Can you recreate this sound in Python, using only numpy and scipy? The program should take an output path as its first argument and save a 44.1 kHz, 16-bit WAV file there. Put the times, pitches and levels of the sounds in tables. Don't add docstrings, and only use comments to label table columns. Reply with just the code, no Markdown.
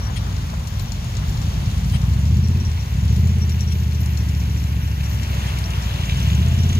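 import sys
import numpy as np
from scipy import signal
from scipy.fft import rfft, irfft
from scipy.io import wavfile
from scipy.ndimage import uniform_filter1d

SR = 44100
rng = np.random.default_rng(int(sys.argv[2]) if len(sys.argv) > 2 else 0)


def materialize(psi):
    bounded = np.clip(np.atleast_2d(psi).T, -1, 1)
    quanta = np.round(bounded * 32767).astype(np.int16)
    wavfile.write(sys.argv[1], SR, quanta)


def voltage_ratio(level):
    return 10 ** (np.asarray(level, float) / 20)


N = 299439
EAR_LAG = 20


def curve(table):
    s, *columns = np.transpose(table)
    return [np.interp(np.arange(N) / SR, s, c, left=c[0], right=c[-1]) for c in columns]


def between(ends, share):
    return ends[0] + (ends[1] - ends[0]) * np.clip(share, 0, 1)


def unit(x):
    return x / np.sqrt(np.mean(x ** 2))


def steady(x):
    power = uniform_filter1d(uniform_filter1d(x ** 2, SR // 5), SR // 5)
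    return x / np.sqrt(power)


def on_log(table, size):
    hz, value = np.transpose(table)
    return np.interp(np.log(np.arange(size // 2 + 1) * SR / size + 1), np.log(hz), value)


def colour(x, table):
    size = 2 ** 15
    cepstrum = irfft(np.log(voltage_ratio(on_log(table, size))))
    cepstrum[1:size // 2] *= 2
    cepstrum[size // 2 + 1:] = 0
    response = irfft(np.exp(rfft(cepstrum)))[:size // 4]
    return signal.fftconvolve(x, response)[:N]


def ring(x, hz, width):
    return signal.lfilter(*signal.iirpeak(min(hz, SR / 2.2), hz / width, SR), x)


def ring_twice(x, hz, width):
    return ring(ring(x, hz, width), hz, width)


def walk(rate):
    k = int(SR / rate)
    steps = np.repeat(rng.standard_normal(N // k + 1), k)
    return unit(uniform_filter1d(uniform_filter1d(steps, k), k)[:N])


def spikes(s, size):
    at = np.round(np.asarray(s) * SR).astype(int)
    return np.bincount(np.clip(at, 0, N - 1), size, N)


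def swell(s, db, rise, fall):
    t = np.arange(int(8 * fall * SR)) / SR
    shape = (1 - np.exp(-t / rise)) * np.exp(-t / fall)
    return signal.fftconvolve(spikes(s, voltage_ratio(db)), shape / shape.max())[:N]


def burst(s, db, rise, fall):
    return swell(s, db, rise, fall) * rng.standard_normal(N)


def ports(x, pan_db, left, count=EAR_LAG):
    late = np.roll(x, count)
    return np.array([x, late] if left else [late, x]) * voltage_ratio(np.array([[pan_db], [-pan_db]]) / 2)


def flickering(table, own_db, shared_db):
    spectrum = rfft(colour(rng.standard_normal(N), table))
    octave = np.log2(np.arange(N // 2 + 1) * SR / N + 1)
    shared = shared_db * walk(6)
    out = 0
    for k in range(5, 15):
        band = irfft(spectrum * np.clip(1 - abs(octave - k), 0, 1), N)
        out = out + band * voltage_ratio(shared + own_db * walk(12))
    return unit(out)


# (frequency [Hz], level [dB])
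EXHAUST_PIPE = [(20, -50), (40, -29), (58, 0.5), (80, 1), (110, 0), (135, -2.5), (165, -8), (210, -15.5),
                (240, -23.5), (290, -33.5), (400, -55), (700, -85)]


def through_pipe(pulses, size, f):
    late_s, late_hz, late_power = -.011, 220, 3.4
    turn_rad = 2 * np.pi * late_s * late_hz / late_power * np.minimum(f / late_hz, 2) ** late_power
    return irfft(rfft(pulses, size) * np.exp(-1j * turn_rad) * voltage_ratio(on_log(EXHAUST_PIPE, size)), size)[:N]


def pipe_drone(revs, cycles, climb, throttle, first_firing):
    drone_db = between((-9, -2), throttle) + between((0, -14), -climb / 15)
    drone = voltage_ratio(drone_db) * np.cos(2 * np.pi * 5 * (cycles - first_firing))
    since = (cycles - .067 + .5) % 1 - .5
    swing = np.cos(2 * np.pi * (12.5 * since + .85)) * 2 * np.cos(np.pi * since) ** 4
    return drone + voltage_ratio(between((-27.5, -9.5), (revs - 12) / 5.5)) * swing


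# (time [s], cycles per second [Hz])
ENGINE_SPEED = [(0.0, 12.89), (0.17, 11.38), (0.8, 9.63), (1.36, 9.85), (1.5, 10.55), (1.77, 10.22),
                (2.14, 13.09), (2.47, 16.65), (2.64, 17.52), (2.91, 11.83), (3.27, 16.36), (4.02, 15.08),
                (4.37, 14.12), (4.82, 14.07), (5.68, 12.42), (6.07, 11.33), (6.53, 16.42), (6.79, 17.66)]
# (time [s], thump level [dB], throttle opening [0-1])
ENGINE_LOAD = [(0, -23, 0), (.2, -23.5, 0.2), (1.0, -26, 0), (1.3, -22, 0), (1.6, -22, 0.5),
               (2.0, -19, 0.1), (2.35, -16.5, 1), (2.68, -19.5, 0.6), (2.88, -24, 0.9), (3.05, -17, 0.43),
               (3.3, -16.5, 1), (3.55, -19.5, 1), (4.2, -19.5, 0.8), (4.95, -21.5, 1), (5.7, -22.5, 0.2),
               (6.05, -22.5, 0), (6.35, -17, 1), (6.79, -18, 0.8)]
# (share of the cycle [0-1], level [dB], sign [+1/-1])
PIPE_RETURNS = [
    (.2, -8.3, -1),
    (.655, -6.6, -1),
    (.755, -9, 1),
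    (.801, -12.5, 1),
]
# (frequency [Hz], level [dB per Hz])
ROUGH_AIR_COLOUR = [(25, -50.5), (40, -11.5), (55, -10), (105, -6.5), (160, -12), (220, -19.5), (270, -41),
                    (400, -58.5)]
# (time [s], level against the puffs [dB])
ROUGH_AIR = [(0, 1), (1.15, 2), (1.4, -1), (2.0, -3), (2.3, -10), (2.6, -12), (2.68, 1), (2.9, 0),
             (3.0, -8), (3.2, -14), (4.1, -13), (4.8, -9), (5.1, -3), (5.6, -4), (6.0, -6), (6.79, -10)]
# (frequency [Hz], width [Hz], level [dB])
BARK_MODES = [
    (358, 41, -3.5),
    (410.5, 32, -5.5),
]
# (time [s], level against the puffs [dB])
TAILPIPE_RASP = [(0, -28), (2.0, -33), (2.5, -32), (2.8, -36.5), (3.9, -38), (4.2, -24.5), (4.9, -24.5),
                 (5.3, -31), (6.2, -30), (6.79, -35)]


def twin():
    first_firing, second_firing = .035, .404
    revs = curve(ENGINE_SPEED)[0]
    cycles = np.cumsum(revs) / SR
    thump_db, throttle = curve(ENGINE_LOAD)
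    climb = uniform_filter1d(np.gradient(revs) * SR, SR // 10)
    growl_db = between((-6, -4.5), throttle) + 2.5 * np.tanh(climb / 8.6)
    growl_db = growl_db + between((0, 2), (13.4 - revs) / 2)
    bark_db = between((-38, -26.5), (revs - 12.7) / (15.8 - 12.7)) + between((0, -4), -climb / 20)
    turn = np.arange(int(cycles[-1]) + 1)
    chance = rng.standard_normal((120, 2, 6)).T
    cycles = cycles + .012 * np.interp(cycles, turn, chance[0, 0, turn])

    def fired(share, db, k, lag_s=0, sign=1):
        at = np.interp(turn + first_firing + share, cycles, np.arange(N) / SR)
        at = at + lag_s + .0002 * chance[k, 0, turn]
        return spikes(at, sign * voltage_ratio(db + 1.1 * chance[k, 1, turn]) * (at < (N - 2) / SR))

    waves = [(0, 0, 1), (second_firing, 1.2, 1)] + list(PIPE_RETURNS)
    pulses = sum(fired(share, db, k, 0, sign) for k, (share, db, sign) in enumerate(waves))
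    size = N + SR - (N + SR) % 2
    f = np.arange(size // 2 + 1) * SR / size
    puffs = steady(through_pipe(pulses, size, f))
    drone = pipe_drone(revs, cycles, climb, throttle, first_firing)
    rough = voltage_ratio(curve(ROUGH_AIR)[0]) * unit(colour(rng.standard_normal(N), ROUGH_AIR_COLOUR))
    spectrum = rfft(puffs + drone + rough, size)
    low = 1 / (1 + (f / 100) ** 12)
    thump = steady(irfft(spectrum * low, size)[:N])
    growl = steady(irfft(spectrum * (1 - low), size)[:N]) * voltage_ratio(growl_db)
    bark_lag_s, echo_s = .002, .114
    barks = fired(0, 0, 0, bark_lag_s) + fired(second_firing, -2, 1, bark_lag_s + echo_s)
    bark = unit(sum(voltage_ratio(db) * ring(ring(barks, hz, width), hz, 2 * width) for hz, width, db in BARK_MODES))
    rasp_lag_s = -.004
    rasps = fired(0, 0, 2, rasp_lag_s) + fired(second_firing, -5, 3, rasp_lag_s)
    rasp = unit(ring_twice(rasps, 274, 53)) * voltage_ratio(curve(TAILPIPE_RASP)[0])
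    out = thump + growl + bark * voltage_ratio(bark_db) + rasp
    return ports(out * voltage_ratio(thump_db), .5, False, count=11)


# (time [s], ticks counted)
VALVE_SHAFT = [(.0503, 0), (.6708, 5), (1.5395, 12), (2.2533, 18), (2.7142, 22), (3.4936, 29), (4.172, 35),
               (4.4008, 37), (5.231, 44), (5.8217, 49), (6.7475, 57)]
# (tick number, extra level [dB])
TICK_ACCENTS = [(0, -9), (1, -9), (2, -9), (3, -5), (4, -9), (5, 8.5), (6, 7.5), (7, 10), (9, 7.5),
                (10, 3.5), (11, 4.5), (15, 4.5), (22, 3), (24, -7), (26, 2), (28, -4), (29, 6), (30, 7),
                (31, 3.5), (34, 4.5), (35, 6.5), (36, 4), (38, -8), (40, -8), (42, -8), (46, 4), (47, 5),
                (44, 4), (48, 3), (49, 4.5), (56, 4)]
# (frequency [Hz], width [Hz], level [dB])
VALVE_BODY = [(2300, 1200, -13), (4400, 1000, -2), (5300, 1100, 0), (6600, 1000, -1.5)]


def valve_ticks():
    shaft_s, counted = np.transpose(VALVE_SHAFT)
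    number = np.arange(counted[-1] + 1)
    s = np.interp(number, counted, shaft_s)
    which, extra_db = np.transpose(TICK_ACCENTS)
    db = -39 + 1.0 * rng.standard_normal(len(number))
    db = db + np.bincount(np.round(which).astype(int), extra_db, len(number))
    strike = burst(s, db, 0.0006, 0.0038)
    bounce = burst(s + 0.0067, db - 11, 0.0013, 0.009)
    loose_at, loose_size = rng.random((420, 2)).T
    chatter = burst(loose_at * N / SR, -47.5 - 2.4 * np.log(loose_size + .03), .0004, 0.0025)
    blow = strike + bounce + chatter
    return sum(voltage_ratio(db) * ring_twice(blow, hz, 1.03 * width) for hz, width, db in VALVE_BODY)


# (time [s], length [s], level [dB], pitch factor)
HINGE_SQUEAKS = [
    (.155, .036, -50, 1.0),
    (1.92, .06, -53, .95),
    (3.70, .04, -58, .98),
    (5.47, .04, -57, .98),
]
# (frequency [Hz], width [Hz], level [dB])
HINGE_TONES = [(3300, 200, -1), (4150, 200, -7), (5050, 220, -7), (8600, 300, -8), (9300, 400, -11)]
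# (frequency [Hz], level [dB per Hz])
HINGE_RUB = [(800, -38), (2000, 8.5), (3000, 7.5), (5000, -6), (6500, -6), (9000, -3), (12000, -26),
             (15000, -17)]


def hinge_squeaks():
    out = 0
    for start, length, level_db, pitch in HINGE_SQUEAKS:
        first, count = int(start * SR), int(length * SR)
        gate = np.zeros(N)
        gate[first:first + count] = voltage_ratio(level_db) * np.hanning(count) ** .6
        rub = rng.standard_normal(N)
        tones = 0
        for hz, width, db in HINGE_TONES:
            tones = tones + voltage_ratio(db) * unit(ring(ring(rub, hz * pitch, width), hz * pitch, 4 * width))
        out = out + gate * (tones + voltage_ratio(1.5) * unit(colour(rub, HINGE_RUB)))
    return out


def machine():
    return ports(voltage_ratio(7.0) * valve_ticks(), 19.6, True) + ports(hinge_squeaks(), 34.7, True)


# (time [s], peak level [dB], left minus right [dB])
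BRIGHT_EDGES = [(0.1645, -34, -1), (0.4658, -36, 2.0), (0.596, -36, -3), (0.674, -30, 5.5),
                (0.7946, -29, 7), (0.9188, -32, 6), (1.043, -33, 4.0), (1.1677, -40, 6), (1.293, -35, 3.5),
                (1.3329, -42, -3), (1.4152, -38, 3.5), (1.5379, -42, 1.5), (1.7784, -38, 3.0),
                (1.8986, -37, 2.5), (1.92, -28, 3.5), (2.0183, -35, 1.5), (2.0822, -46, -1.0),
                (2.1131, -45, 0.5), (2.1355, -42, 2.0), (2.1894, -34, -5), (2.2598, -46, -1.0),
                (2.367, -40, 10), (2.4833, -33, 4.0), (2.601, -54, 1.0), (2.6983, -39, -8),
                (2.9821, -42, 0.0), (3.0505, -33, 2.5), (3.1632, -29, 6), (3.275, -34, 1.5),
                (3.3857, -33, 6), (3.497, -33, 6), (3.6072, -31, 7), (3.7244, -30, 1.5), (3.9305, -32, 4.0),
                (4.0033, -27, 5.0), (4.058, -27, 4.0), (4.1739, -35, 11), (4.2877, -32, 2.0),
                (4.5341, -41, -0.5), (4.8743, -36, 1.0), (5.1452, -31, 0.0), (5.231, -32, 5),
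                (5.3482, -39, 1.5), (5.468, -40, 2.0), (5.5867, -24, 4.0), (5.7029, -31, 4),
                (5.8202, -32, 0.0), (6.0536, -35, 1.5), (6.2292, -44, -6), (6.2736, -33, -5),
                (6.3061, -38, -3), (6.347, -37, -3.0), (6.4827, -37, -1), (6.546, -42, -0.5),
                (6.57, -42, -2.0), (6.6074, -35, 0.0), (6.6672, -35, -2.0), (6.6907, -45, -1.0),
                (6.7271, -41, -1.0), (6.7511, -33, -2.5)]


def clicks():
    s, db, pan_db = np.transpose(BRIGHT_EDGES)
    db = -4.5 + 10 * np.log10(np.maximum(voltage_ratio(2 * db) - voltage_ratio(2 * -51), 1e-6))
    air = rng.standard_normal(N)
    left, right = (swell(s, db + way * pan_db / 2, .0008, .004) * air for way in (1, -1))
    return ring_twice(np.array([left, np.roll(right, EAR_LAG)]), 9400, 6500)


# (time [s], distance [m])
CART_DISTANCE = [
    (0, 60),
    (2.8, 24.5),
    (3.5, 21.3),
    (4.7, 20),
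    (5.25, 12.2),
    (5.5, 8.7),
    (5.9, 15),
    (6.2, 11.6),
    (6.5, 15),
    (6.79, 15),
]
# (frequency [Hz], level [dB per Hz])
TYRE_COLOUR = [(500, -3.5), (950, 0), (1300, 6), (2300, 5), (3000, 8), (4000, -12), (7000, -4.5),
               (12300, -18), (15500, -26)]
# (time [s], peak level [dB], frequency [Hz])
STONE_SNAPS = [(2.649, -37, 5850), (3.8329, -46, 6900), (3.9462, -40, 6380), (4.5738, -41, 6200),
               (5.6383, -34, 4100), (6.0524, -36.5, 6800), (6.1078, -39, 6300), (6.1696, -43, 6400),
               (6.1926, -39, 4100), (6.2277, -34.5, 6200), (6.2854, -40, 6690), (6.3036, -40, 6280),
               (6.3473, -36.5, 6800), (6.4156, -42, 6500), (6.4817, -40, 7110), (6.5433, -41, 7200),
               (6.5879, -34.5, 5700), (6.6899, -33.5, 6600), (6.7266, -33, 6420), (6.75, -34.5, 6400),
               (6.7854, -38, 6430)]


def cart():
    level_db = -18.5 - 20 * np.log10(curve(CART_DISTANCE)[0])
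    turns_s, takes_s = 5.66, 0.26
    treble_db = between((-33, 5.5), .5 + (np.arange(N) / SR - turns_s) / takes_s / 2)
    stones = sum(ring_twice(burst([s], [db + 14.0], 0.0014, 0.004), hz, 1600) for s, db, hz in STONE_SNAPS)
    roar = flickering(TYRE_COLOUR, 1.2, 0.5)
    grain_at, grain_size = rng.random((3000, 2)).T
    crunch = burst(grain_at * N / SR, -8.5 * np.log(grain_size + .06), .0005, .003)
    roar = roar + voltage_ratio(-3.5) * unit(ring_twice(crunch, 2550, 2000))
    roar = roar + voltage_ratio(treble_db) * voltage_ratio(1.1 * walk(7)) * ring(roar, 3440, 700)
    return ports(roar * voltage_ratio(level_db), 1.0, False) + ports(stones, -2.9, False) + whine()


# (time [s], length [s], starting frequency [Hz], level [dB])
GEAR_STRANDS = [(5.05, .24, 600, -55), (5.33, .09, 572, -55), (5.6, .14, 668, -54), (5.25, .12, 660, -56),
                (5.5, .2, 630, -55), (5.76, .36, 562, -57), (5.97, .2, 655, -53), (6.12, .26, 655, -57),
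                (6.15, .16, 900, -56), (6.3, .1, 575, -51), (6.36, .27, 664, -50), (6.55, .24, 680, -54),
                (6.6, .19, 915, -61)]


def whine():
    climb_hz_per_s, waver_hz, flicker_db = 70, 4, 2.0
    t, out = np.arange(N) / SR, 0
    for s, length, hz, db in GEAR_STRANDS:
        done = np.clip((t - s) / length, 0, 1)
        pitch = hz + climb_hz_per_s * length * done + waver_hz * walk(29)
        level = np.sin(np.pi * done) ** .5 * voltage_ratio(db + 3 + flicker_db * walk(13))
        out = out + level * np.sin(2 * np.pi * np.cumsum(pitch) / SR)
    return 2 ** .5 * out


def phrases(table, rest_db):
    edge_s = .012
    s, length, db = np.transpose(table)
    steps = spikes(s, db - rest_db) - spikes(s + length, db - rest_db)
    return rest_db + uniform_filter1d(np.cumsum(steps), int(2 * edge_s * SR))


def sing(hz, width, gate):
    return unit(ring_twice(gate * rng.standard_normal(N), hz, width))


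# (time [s], length [s], level [dB])
CRICKET_CHIRPS = [(0, .08, -45), (.855, .04, -48), (1.43, .03, -49), (1.52, .06, -51), (2.42, .07, -49),
                  (2.6, .03, -48), (2.65, .03, -45), (2.77, .05, -45), (3.1, .07, -50), (3.41, .04, -43),
                  (3.51, .03, -47), (3.6, .04, -46), (3.67, .07, -43), (4.19, .05, -50), (4.4, .03, -49),
                  (4.57, .03, -46), (4.69, .03, -50), (4.82, .03, -47), (5.03, .04, -44), (5.11, .05, -50),
                  (5.63, .04, -44), (5.82, .03, -51), (6.2, .06, -49), (6.35, .04, -49), (6.59, .07, -44),
                  (6.7, .03, -49)]
# (time [s], length [s], level [dB])
HIGH_GRASSHOPPER = [(.08, .03, -56), (.68, .04, -54), (.79, .06, -46), (.91, .05, -55), (1.05, .05, -52),
                    (1.26, .07, -51), (1.36, .17, -55), (1.85, .1, -51), (2.02, .1, -57), (2.2, .3, -58),
                    (2.72, .14, -58), (2.89, .05, -54), (3.11, .22, -51), (3.51, .13, -52),
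                    (3.72, .13, -50), (4.0, .06, -45), (4.07, .13, -52), (4.24, .1, -53), (4.37, .08, -56),
                    (4.83, .07, -56), (5.08, .07, -49), (5.29, .07, -55), (5.4, .07, -52), (5.86, .04, -55),
                    (6.18, .2, -52), (6.51, .05, -56)]
# (time [s], length [s], level [dB])
LOW_GRASSHOPPER = [(.1, .08, -46), (.36, .05, -50), (.68, .04, -46), (.8, .05, -47), (1.0, .1, -50),
                   (1.32, .2, -49), (1.9, .05, -49), (2.19, .22, -46), (2.9, .45, -47), (3.47, .1, -46),
                   (3.7, .1, -47), (4.0, .1, -47), (4.28, .16, -47), (5.05, .11, -46), (5.33, .1, -46),
                   (5.82, .08, -46), (5.95, .3, -50), (6.3, .06, -46), (6.45, .3, -49)]
# (time [s], level [dB])
FAR_CHORUS = [
    (0, -57),
    (1.8, -55.5),
    (2.5, -56.5),
    (4.7, -49),
    (6.79, -50),
]


def insects():
    high_db = phrases(HIGH_GRASSHOPPER, -63) - 2
    low_db = phrases(LOW_GRASSHOPPER, -57) - 6.5
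    cricket_db = phrases(CRICKET_CHIRPS, -59) + 3
    stroke_hz = 125 + 10 * walk(12)
    stroke = (1.2 + 0.35 * np.sin(2 * np.pi * np.cumsum(stroke_hz) / SR)) ** 2
    high = sing(13500, 380, stroke * voltage_ratio(3.4 * walk(34))) * voltage_ratio(high_db)
    low = sing(6710, 170, voltage_ratio(2.5 * walk(50))) * voltage_ratio(low_db)
    cricket = sing(5660, 110, voltage_ratio(2.8 * walk(60))) * voltage_ratio(cricket_db)
    chorus_db = curve(FAR_CHORUS)[0] + np.array([[-6.0], [1.5]])
    chorus = np.array([sing(13500, 1500, 1), sing(12220, 2100, 1)]) * voltage_ratio(chorus_db)
    return ports(cricket + high + low, 7.0, True) + chorus


# (time [s], peak level [dB], frequency [Hz])
WOODEN_KNOCKS = [
    (0.094, -35, 885),
    (0.528, -34, 815),
    (0.592, -38, 785),
    (0.74, -52, 716),
    (1.036, -38, 827),
    (1.225, -36, 1197),
    (1.343, -40, 824),
    (1.936, -35, 856),
    (2.028, -37, 1026),
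]


def knocks():
    out = 0
    for s, db, hz in WOODEN_KNOCKS:
        out = out + ring_twice(burst([s], [db + 11], .004, .014), hz, 550)
    return ports(out, 14.0, True)


# (time [s], murmur level [dB])
FAR_MACHINERY = [
    (0, -48),
    (.62, -51),
    (.9, -53),
    (1.3, -55),
    (2.1, -55),
    (2.5, -60.5),
    (4.85, -58.5),
    (5.4, -49),
    (6.79, -58.5),
]
# (time [s], level [dB])
WIND = [
    (0, -3),
    (.5, -2.5),
    (1.3, 0.5),
    (2.3, -0.5),
    (3.1, -0.5),
    (4.3, -1.5),
    (5.4, -0.5),
    (6.79, 1.5),
]
# (frequency [Hz], level [dB per Hz])
FIELD_COLOUR = [(130, -22.5), (220, -3.5), (280, -11.5), (480, -14), (1000, -14.5), (1300, -20),
                (2300, -20.5), (3300, -18), (4200, -21.5), (5300, -23.5), (6900, -24), (7800, -33.5),
                (10500, -33), (12000, -38.5), (15600, -36)]
# (frequency [Hz], share arriving from the left [0-1])
SHARE_FROM_LEFT = [(200, 0.93), (400, 0.59), (1000, 0.15), (3000, 0.34), (7000, 0.5), (15000, 0)]


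def field():
    murmur_db = curve(FAR_MACHINERY)[0]
    hiss_db = -47 + curve(WIND)[0] + 0.27 * (murmur_db - murmur_db.mean())
    size = N - N % 2
    alike = np.clip(on_log(SHARE_FROM_LEFT, size), 0, 1)
    left, a, b = (rfft(flickering(FIELD_COLOUR, 1.0, 1.0), size) for _ in range(3))
    from_left = ports(irfft(left * alike ** .5, N), 3.8, True)
    around = irfft(np.array([a, b]) * (1 - alike) ** .5, N)
    murmur = ring(ring(rng.standard_normal(N), 980, 1400), 980, 1170)
    murmur = unit(murmur * voltage_ratio(0.28 * walk(2.3) + 2.0 * walk(18)))
    return (from_left + around) * voltage_ratio(hiss_db + 10.0) + ports(murmur * voltage_ratio(murmur_db + 3.0), 14.1, True)


def scene():
    return twin() + machine() + clicks() + cart() + insects() + knocks() + field()


def roll_off(x):
    return signal.sosfilt(signal.butter(12, 15710, fs=SR, output="sos"), x)


def record(dry):
    dry = signal.sosfilt(signal.butter(2, 29, "high", fs=SR, output="sos"), dry)
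    dry = signal.sosfilt(signal.ellip(8, .2, 70, 15550, fs=SR, output="sos"), dry)
    return roll_off(dry)


dry = scene()
out = record(dry)
materialize(out)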